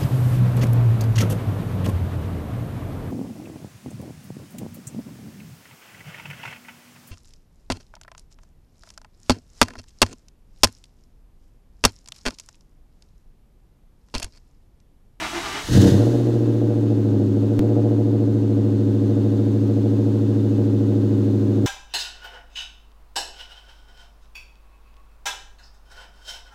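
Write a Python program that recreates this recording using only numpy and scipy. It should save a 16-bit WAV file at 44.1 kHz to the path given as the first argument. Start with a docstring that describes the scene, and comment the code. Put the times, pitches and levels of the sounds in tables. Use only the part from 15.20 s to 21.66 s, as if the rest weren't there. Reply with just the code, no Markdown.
"""A cold V8 is started under a fabric carport, heard from behind its two tailpipes.
First the starter grinds through four compressions over a faint rumble. At about half a second the
engine catches with a booming, hissing burst, the flare. It then sinks to a fast idle whose unequal
cylinders throb once in every cycle. Near 2.4 s the whole sound jumps ahead with a sharp click,
like a brief audio dropout, and the idle swells for a moment."""
import sys
import numpy as np
from scipy import signal
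from scipy.fft import rfft, irfft
from scipy.io import wavfile
from scipy.ndimage import uniform_filter1d, minimum_filter1d

SR = 44100
rng = np.random.default_rng(int(sys.argv[2]) if len(sys.argv) > 2 else 0)


def unload_wav(signal):
    """Save mono or channel-first audio to the path in sys.argv[1] as 16-bit WAV at rate SR, clipped to [-1, 1]."""
    wavfile.write(
        sys.argv[1],
        SR,
        np.round(np.clip(np.atleast_2d(signal).T, -1, 1) * 32767).astype(np.int16),
    )


N = 284886
TIME = np.arange(N) / SR
CATCH_S, FIRST_FIRING_S, DROPOUT_S = 0.47, .48, 2.393

# how fast the starter's gear teeth meet: (time [s], pitch [Hz])
GEAR_PITCH = [(0, 333.4), (.07, 299.6), (.14, 348.2), (.2, 336.6), (.24, 416.4), (.31, 390), (.45, 439)]
# the starter pushes a piston through compression: (time [s], gear noise [dB], whine [dB])
COMPRESSION_STROKES = [(0.039, -28, -36.5), (0.17, -30, -28.5), (.268, -30.5, -46), (.366, -29, -45)]
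# ringing of the starter's case: (pitch [Hz], width [Hz], level [dB])
CASE_RINGS = [(940, 440, -1.5), (1175, 30, 4), (1740, 47, 3), (1940, 29, -6), (2330, 51, 5), (2930, 78, 3),
              (3830, 55, 7)]
# tone of the grinding gears: (frequency [Hz], level [dB])
GEAR_COLOUR = [(59, -60), (100, -34), (166, -9), (334, -3), (511, -15.5), (717, -4.5), (832, -8.5),
               (1070, -9.5), (1190, -5.5), (1900, -8), (2110, -6), (2250, -8), (6490, -19.5), (11500, -32),
               (15800, -43)]
# tone of the swirling air's rumble, and of its roar in the mufflers: (frequency [Hz], level [dB])
RUMBLE_COLOUR = [(15, -21.5), (30, -5.5), (48, -4.5), (75, -4.5), (140, -10.5), (400, -27.5), (1500, -82.5)]
ROAR_COLOUR = [(60, -21), (150, -15.5), (350, -6.0), (600, 3.5), (1000, -6), (1400, -30.5), (3000, -50)]
# the engine catches, stumbles, races, sags and picks up again: (time [s], speed [turns per minute])
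ENGINE_SPEED = [(.45, 1249), (.6, 1495), (.7, 1335), (.8, 1671), (.9, 1815), (1.15, 1748), (1.7, 1654),
                (2.05, 1569), (2.45, 1669.5), (3.1, 1635.5), (3.6, 1600.5), (5, 1613.7), (5.6, 1603.5),
                (6.46, 1575)]
# gas leaving the tailpipes, before flare and surges are added: (time [s], level [dB])
RUSH_LEVEL = [(2.3, -50.5), (2.9, -51.5), (4.1, -49.5)]
# tone of that gas in the flare and at idle: (frequency [Hz], level [dB])
FLARE_COLOUR = [(530, -12), (900, -5), (1230, -10), (1660, -0.5), (1870, -2.5), (1960, -7.5), (2380, -11.5),
                (2980, -5.5), (3450, -6.5), (3750, -4), (4600, -8.5), (6660, -10), (10400, -19),
                (12600, -21.5), (15800, -28)]
IDLE_COLOUR = [(530, -31.5), (900, -15), (1060, 0.5), (1100, -7), (1240, -6.5), (1640, -4.5), (1740, -8),
               (2060, -11.5), (3700, -11), (5120, -17), (6510, -18), (8780, -22), (10500, -28),
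               (12400, -26), (15800, -34)]
# thin ringing of the steel pipe tips: (pitch [Hz], width [Hz], level [dB])
TIP_RINGS = [(1634, 66, -2.5), (2820, 600, -21.5), (4200, 930, -24.5), (6460, 1200, -8)]
# the cylinders in firing order; a bank is a row of four that shares a pipe:
# (bank [0 or 1], delay [share of the gap between firings], strength [dB], sharpness [dB per octave])
FIRING_ORDER = [(0, -0.564, 8.5, 3), (0, -0.596, 2, -1), (1, -0.4915, 8.5, 2), (0, -0.533, 2.8, 2.3),
                (1, -0.537, 6.5, 2), (1, -0.469, 6, -3), (0, -0.617, 7.5, 3.7), (1, -0.517, 5.5, 0.7)]
# how unevenly the fuel burns: (time [s], roughness [0-1])
ROUGHNESS = [(.45, .6), (.72, .18), (2.2, .15), (3.6, .08)]
# ringing of each pipe and muffler: (bank [0 or 1], pitch [Hz], width [Hz], level [dB], sign [+1 or -1])
PIPE_RINGS = [(0, 120, 42.6, -23.5, 1), (0, 187.9, 53.1, -26.5, 1), (0, 309.6, 67, -25.5, -1),
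              (0, 313.8, 33.4, -29.5, 1), (0, 478.8, 59, -40, 1), (0, 599.5, 49, -49.5, -1),
              (0, 678.5, 127, -55.5, -1), (0, 794.6, 73.2, -61.5, -1), (1, 124.7, 54.1, -28, 1),
              (1, 190.6, 45.5, -31, 1), (1, 280, 89, -27.5, 1), (1, 288.3, 54.9, -21, -1),
              (1, 373.3, 30.4, -32, 1), (1, 426, 44, -40, 1), (1, 561.4, 50.6, -51, -1),
              (1, 815, 252, -64.5, 1), (1, 1046, 48.8, -75, 1)]
# the exhaust's low boom, middle bark and high rasp, one row each:
# (centre [Hz], idle level [dB], change for weak first firings [dB], for flare [dB], for top speed [dB])
EXHAUST_BANDS = [(115, -0.5, -24, 8.5, -8), (290, 0.26, -24.5, 1.5, -1.5), (735, -1.7, -31.5, 6.5, 2.5)]
# the engine works harder, three times as it catches and once as the idle picks up:
# (time [s], half width [s], boom [dB], bark [dB], rasp [dB], rush [dB])
LOAD_SURGES = [(.596, 0.022, 9.5, -1, 3, 0.5), (.648, 0.046, 3, 11.5, 9, 3), (.785, 0.075, 3, 0.5, 6, -1),
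               (2.6, 0.27, 1, .6, 3.5, 0.5)]


def amp(db):
    """Turns decibels into a gain to multiply by."""
    return 10 ** (np.asarray(db) / 20)


def unit(x):
    """Scales a sound to an average power of 1."""
    return x / np.sqrt(np.mean(x ** 2) + 1e-20)


def curve(rows):
    """Joins (time, value) points with straight lines, giving a value for every sample."""
    return np.interp(TIME, *np.transpose(rows))


def swell(time_s, half_width_s):
    """A smooth rise and fall of height 1."""
    return np.exp(-((TIME - time_s) / half_width_s) ** 2)


def colour(x, points):
    """Shapes a sound's lows and highs, then scales it to a power of 1."""
    hz, db = np.transpose(points)
    log_hz = np.log(np.fft.rfftfreq(N, 1 / SR) + 1)
    gain = amp(np.interp(log_hz, np.log(hz + 1), db))
    return unit(irfft(rfft(x) * gain, N))


def ring(x, hz, width):
    """Makes a sound ring at one pitch; a smaller width rings longer."""
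    t, rate = TIME[:SR // 4], np.pi * width
    response = 2 * rate ** 2 * t * np.exp(-rate * t) * np.cos(2 * np.pi * hz * t) / SR
    return signal.oaconvolve(x, response)[:N]


def carport(x, wet=0.38, length_s=.02, count=24):
    """Adds quick echoes from the ground, car body, walls and roof."""
    delay, sign = rng.random(count), rng.choice([-1, 1], count)
    size = sign * np.exp(-delay)
    echoes = np.bincount((delay * length_s * SR).astype(int), wet * size / np.linalg.norm(size))
    return (x + signal.oaconvolve(x, echoes)[:N]) / np.hypot(1, wet)


def starter(chatter=0.3, grind=1.02, hiss_hz=5500, off_s=0.42, fade_db_per_s=150):
    """Gear teeth scrape and whine, louder at each compression, and fade once the starter lets go."""
    phase = 2 * np.pi * np.cumsum(curve(GEAR_PITCH)) / SR
    scrape = (1 + chatter * np.cos(phase)) * rng.standard_normal(N)
    overtones = sum(np.cos(k * phase + 2 * np.pi * rng.random()) for k in range(2, 14)) / 14
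    teeth = carport(scrape) + grind * overtones
    case = sum(amp(db) * ring(teeth, hz, width) for hz, width, db in CASE_RINGS)
    teeth = colour(teeth + amp(-3) * case, GEAR_COLOUR)
    hiss = signal.sosfiltfilt(signal.butter(2, hiss_hz, "high", fs=SR, output="sos"), teeth)
    whine = unit(np.sin(phase) + amp(-19) * np.sin(2 * phase))
    # gears and whine swell above a steady floor, while the hiss stays even
    gear_power = sum(amp(db) ** 2 * swell(s, 0.034) for s, db, _ in COMPRESSION_STROKES)
    whine_swells = sum(amp(db) * swell(s, 0.025) for s, _, db in COMPRESSION_STROKES)
    gear_gain = np.sqrt(amp(-35) ** 2 + gear_power)
    whine_gain = np.hypot(amp(-48), whine_swells)
    sound = gear_gain * (teeth - hiss) + amp(-27.5) * hiss + whine_gain * whine
    return sound * amp(-fade_db_per_s * np.maximum(TIME - off_s, 0))


def swirling_air(start_db=-44, idle_db=-54, whump_db=-19):
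    """Swirls rumble, whump as the engine catches, and roar softly in the mufflers, more under load."""
    level = amp(np.interp(TIME, [1.15, 1.4], [start_db, idle_db])) + amp(whump_db) * swell(0.58, 0.072)
    rumble = colour(rng.standard_normal(N), RUMBLE_COLOUR) * level
    roar = colour(rng.standard_normal(N), ROAR_COLOUR)
    rasp_db = band_levels()[2]
    return rumble + roar * amp(rasp_db - 49.5)


def flare(rise_s=0.066, hold_s=.11, fade_s=0.27):
    """The extra air and fuel of the start, from 0 to 1: it rises, holds and dies away."""
    age = TIME - CATCH_S
    return np.clip(age / rise_s, 0, 1) * np.exp(-np.maximum(age - rise_s - hold_s, 0) / fade_s)


def surges():
    """Decibels that short spells of harder work add to boom, bark, rasp and rush."""
    return sum(np.outer(gains_db, swell(s, half_width)) for s, half_width, *gains_db in LOAD_SURGES)


def band_levels(build_s=0.039, idle_rpm=1600, top_rpm=1815):
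    """Boom, bark and rasp in dB: they build as the engine catches, then follow flare, speed and surges."""
    weak = np.exp(-np.maximum(TIME - CATCH_S, 0) / build_s)
    racing = np.maximum(curve(ENGINE_SPEED) - idle_rpm, 0) / (top_rpm - idle_rpm)
    return [idle_db + weak_db * weak + flare_db * flare() + racing_db * racing + surge_db
            for (_, idle_db, weak_db, flare_db, racing_db), surge_db in zip(EXHAUST_BANDS, surges())]


def firing_count(start_cycles=.8776, jump_cycles=.319):
    """Counts eight firings to each cycle of two engine turns; the count jumps ahead at the dropout."""
    cycles = start_cycles + np.cumsum(curve(ENGINE_SPEED)) / 120 / SR
    return 8 * (cycles + jump_cycles * (TIME > DROPOUT_S))


def gas_rush(firings, pulsing=0.092, throb=0.058, flare_db=21.5, opening_db=15):
    """Gas hisses out in puffs with the firings, loud and bright in the flare and duller at idle."""
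    puffs = 1 + pulsing * np.cos(2 * np.pi * firings) - throb * np.cos(2 * np.pi * firings / 8)
    gas = puffs * rng.standard_normal(N)
    gas = gas + sum(amp(db) * ring(gas, hz, width) for hz, width, db in TIP_RINGS)
    bright = np.interp(TIME, [0.7, 1.2], [1, 0])
    hiss = np.sqrt(bright) * colour(gas, FLARE_COLOUR) + np.sqrt(1 - bright) * colour(gas, IDLE_COLOUR)
    hiss /= np.sqrt(bright) + np.sqrt(1 - bright)
    running = amp(flare_db * flare() + surges()[-1]) * (TIME > CATCH_S)
    opening = amp(opening_db) * swell(CATCH_S, 0.045)  # air gets through just before the fuel burns
    return amp(curve(RUSH_LEVEL)) * (running + opening) * hiss


def exhaust(firings, gain_db=-40.5, scatter_db=6.5, jitter=0.1, flutter_db=1.8):
    """Each cylinder sends a pulse down its bank's pipe; the banks take turns unevenly, so it burbles."""
    number = np.arange(np.ceil(np.interp(FIRST_FIRING_S, TIME, firings)), firings[-1]).astype(int)
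    bank, delay, strength_db, sharpness = np.array(FIRING_ORDER)[number % 8].T
    random_delay, random_strength, random_edge = rng.standard_normal((len(number), 3)).T
    rough = np.interp(np.interp(number, firings, TIME), *np.transpose(ROUGHNESS))
    starts = np.interp(number + delay + jitter * rough * random_delay, firings, np.arange(N)).astype(int)
    strength_db = strength_db + rough * scatter_db * random_strength
    bark_hz = EXHAUST_BANDS[1][0]
    sound = np.zeros(N)
    for side, hz, width, db, sign in PIPE_RINGS:
        # sharper pulses set the high pitches ringing more
        octaves = np.log2(hz / bark_hz)
        edge_db = sharpness * octaves + flutter_db * random_edge * max(octaves, 0)
        size = (bank == side) * amp(db + strength_db + edge_db)
        sound += sign * ring(np.bincount(starts, size, N) * SR, hz, width)
    return amp(gain_db) * engine_load(pipe_echo(sound))


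def pipe_echo(pulses, round_trip_s=.00857, reflected=.3, bass_cut_hz=80):
    """Pulses bounce between the pipe's ends, fainter each time; deep bass barely gets out."""
    trips = np.arange(6)
    echoes = np.bincount(trips * round(round_trip_s * SR), reflected ** trips)
    wave = signal.oaconvolve(pulses, echoes)[:N]
    return signal.sosfilt(signal.butter(3, bass_cut_hz, "high", fs=SR, output="sos"), wave)


def engine_load(x):
    """How hard the fuel burns sets the exhaust's boom, bark and rasp."""
    log_hz, spectrum = np.log(np.fft.rfftfreq(N, 1 / SR) + 1), rfft(x)
    log_centres = np.log(np.array(EXHAUST_BANDS)[:, 0])
    bands = [np.interp(log_hz, log_centres, row) for row in np.eye(len(EXHAUST_BANDS))]
    return sum(amp(db) * irfft(spectrum * band, N) for band, db in zip(bands, band_levels()))


def dropout_click(level_db=-12, fade_s=0.0033):
    """A sharp click as the sound jumps ahead, like a brief audio dropout: a sudden step that fades."""
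    age = TIME - DROPOUT_S
    return -amp(level_db) * (age > 0) * np.exp(-abs(age) / fade_s)


def scene():
    """Adds all the sounds together in one channel."""
    firings = firing_count()
    engine = starter() + swirling_air() + carport(gas_rush(firings)) + exhaust(firings)
    return (engine + dropout_click())[None]


def record(dry, ceiling=.7, top_hz=15800):
    """Quickly turns down the flare's loudest peaks, then cuts the very highest treble."""
    allowed = np.minimum(1, ceiling / (abs(dry) + 1e-9))
    gain = uniform_filter1d(minimum_filter1d(allowed, size=300), size=300)
    treble_cut = signal.firwin(511, top_hz, window=("kaiser", 9), fs=SR)
    return signal.oaconvolve(dry * gain, treble_cut[None], "same")


dry = scene()
out = record(dry)
unload_wav(out)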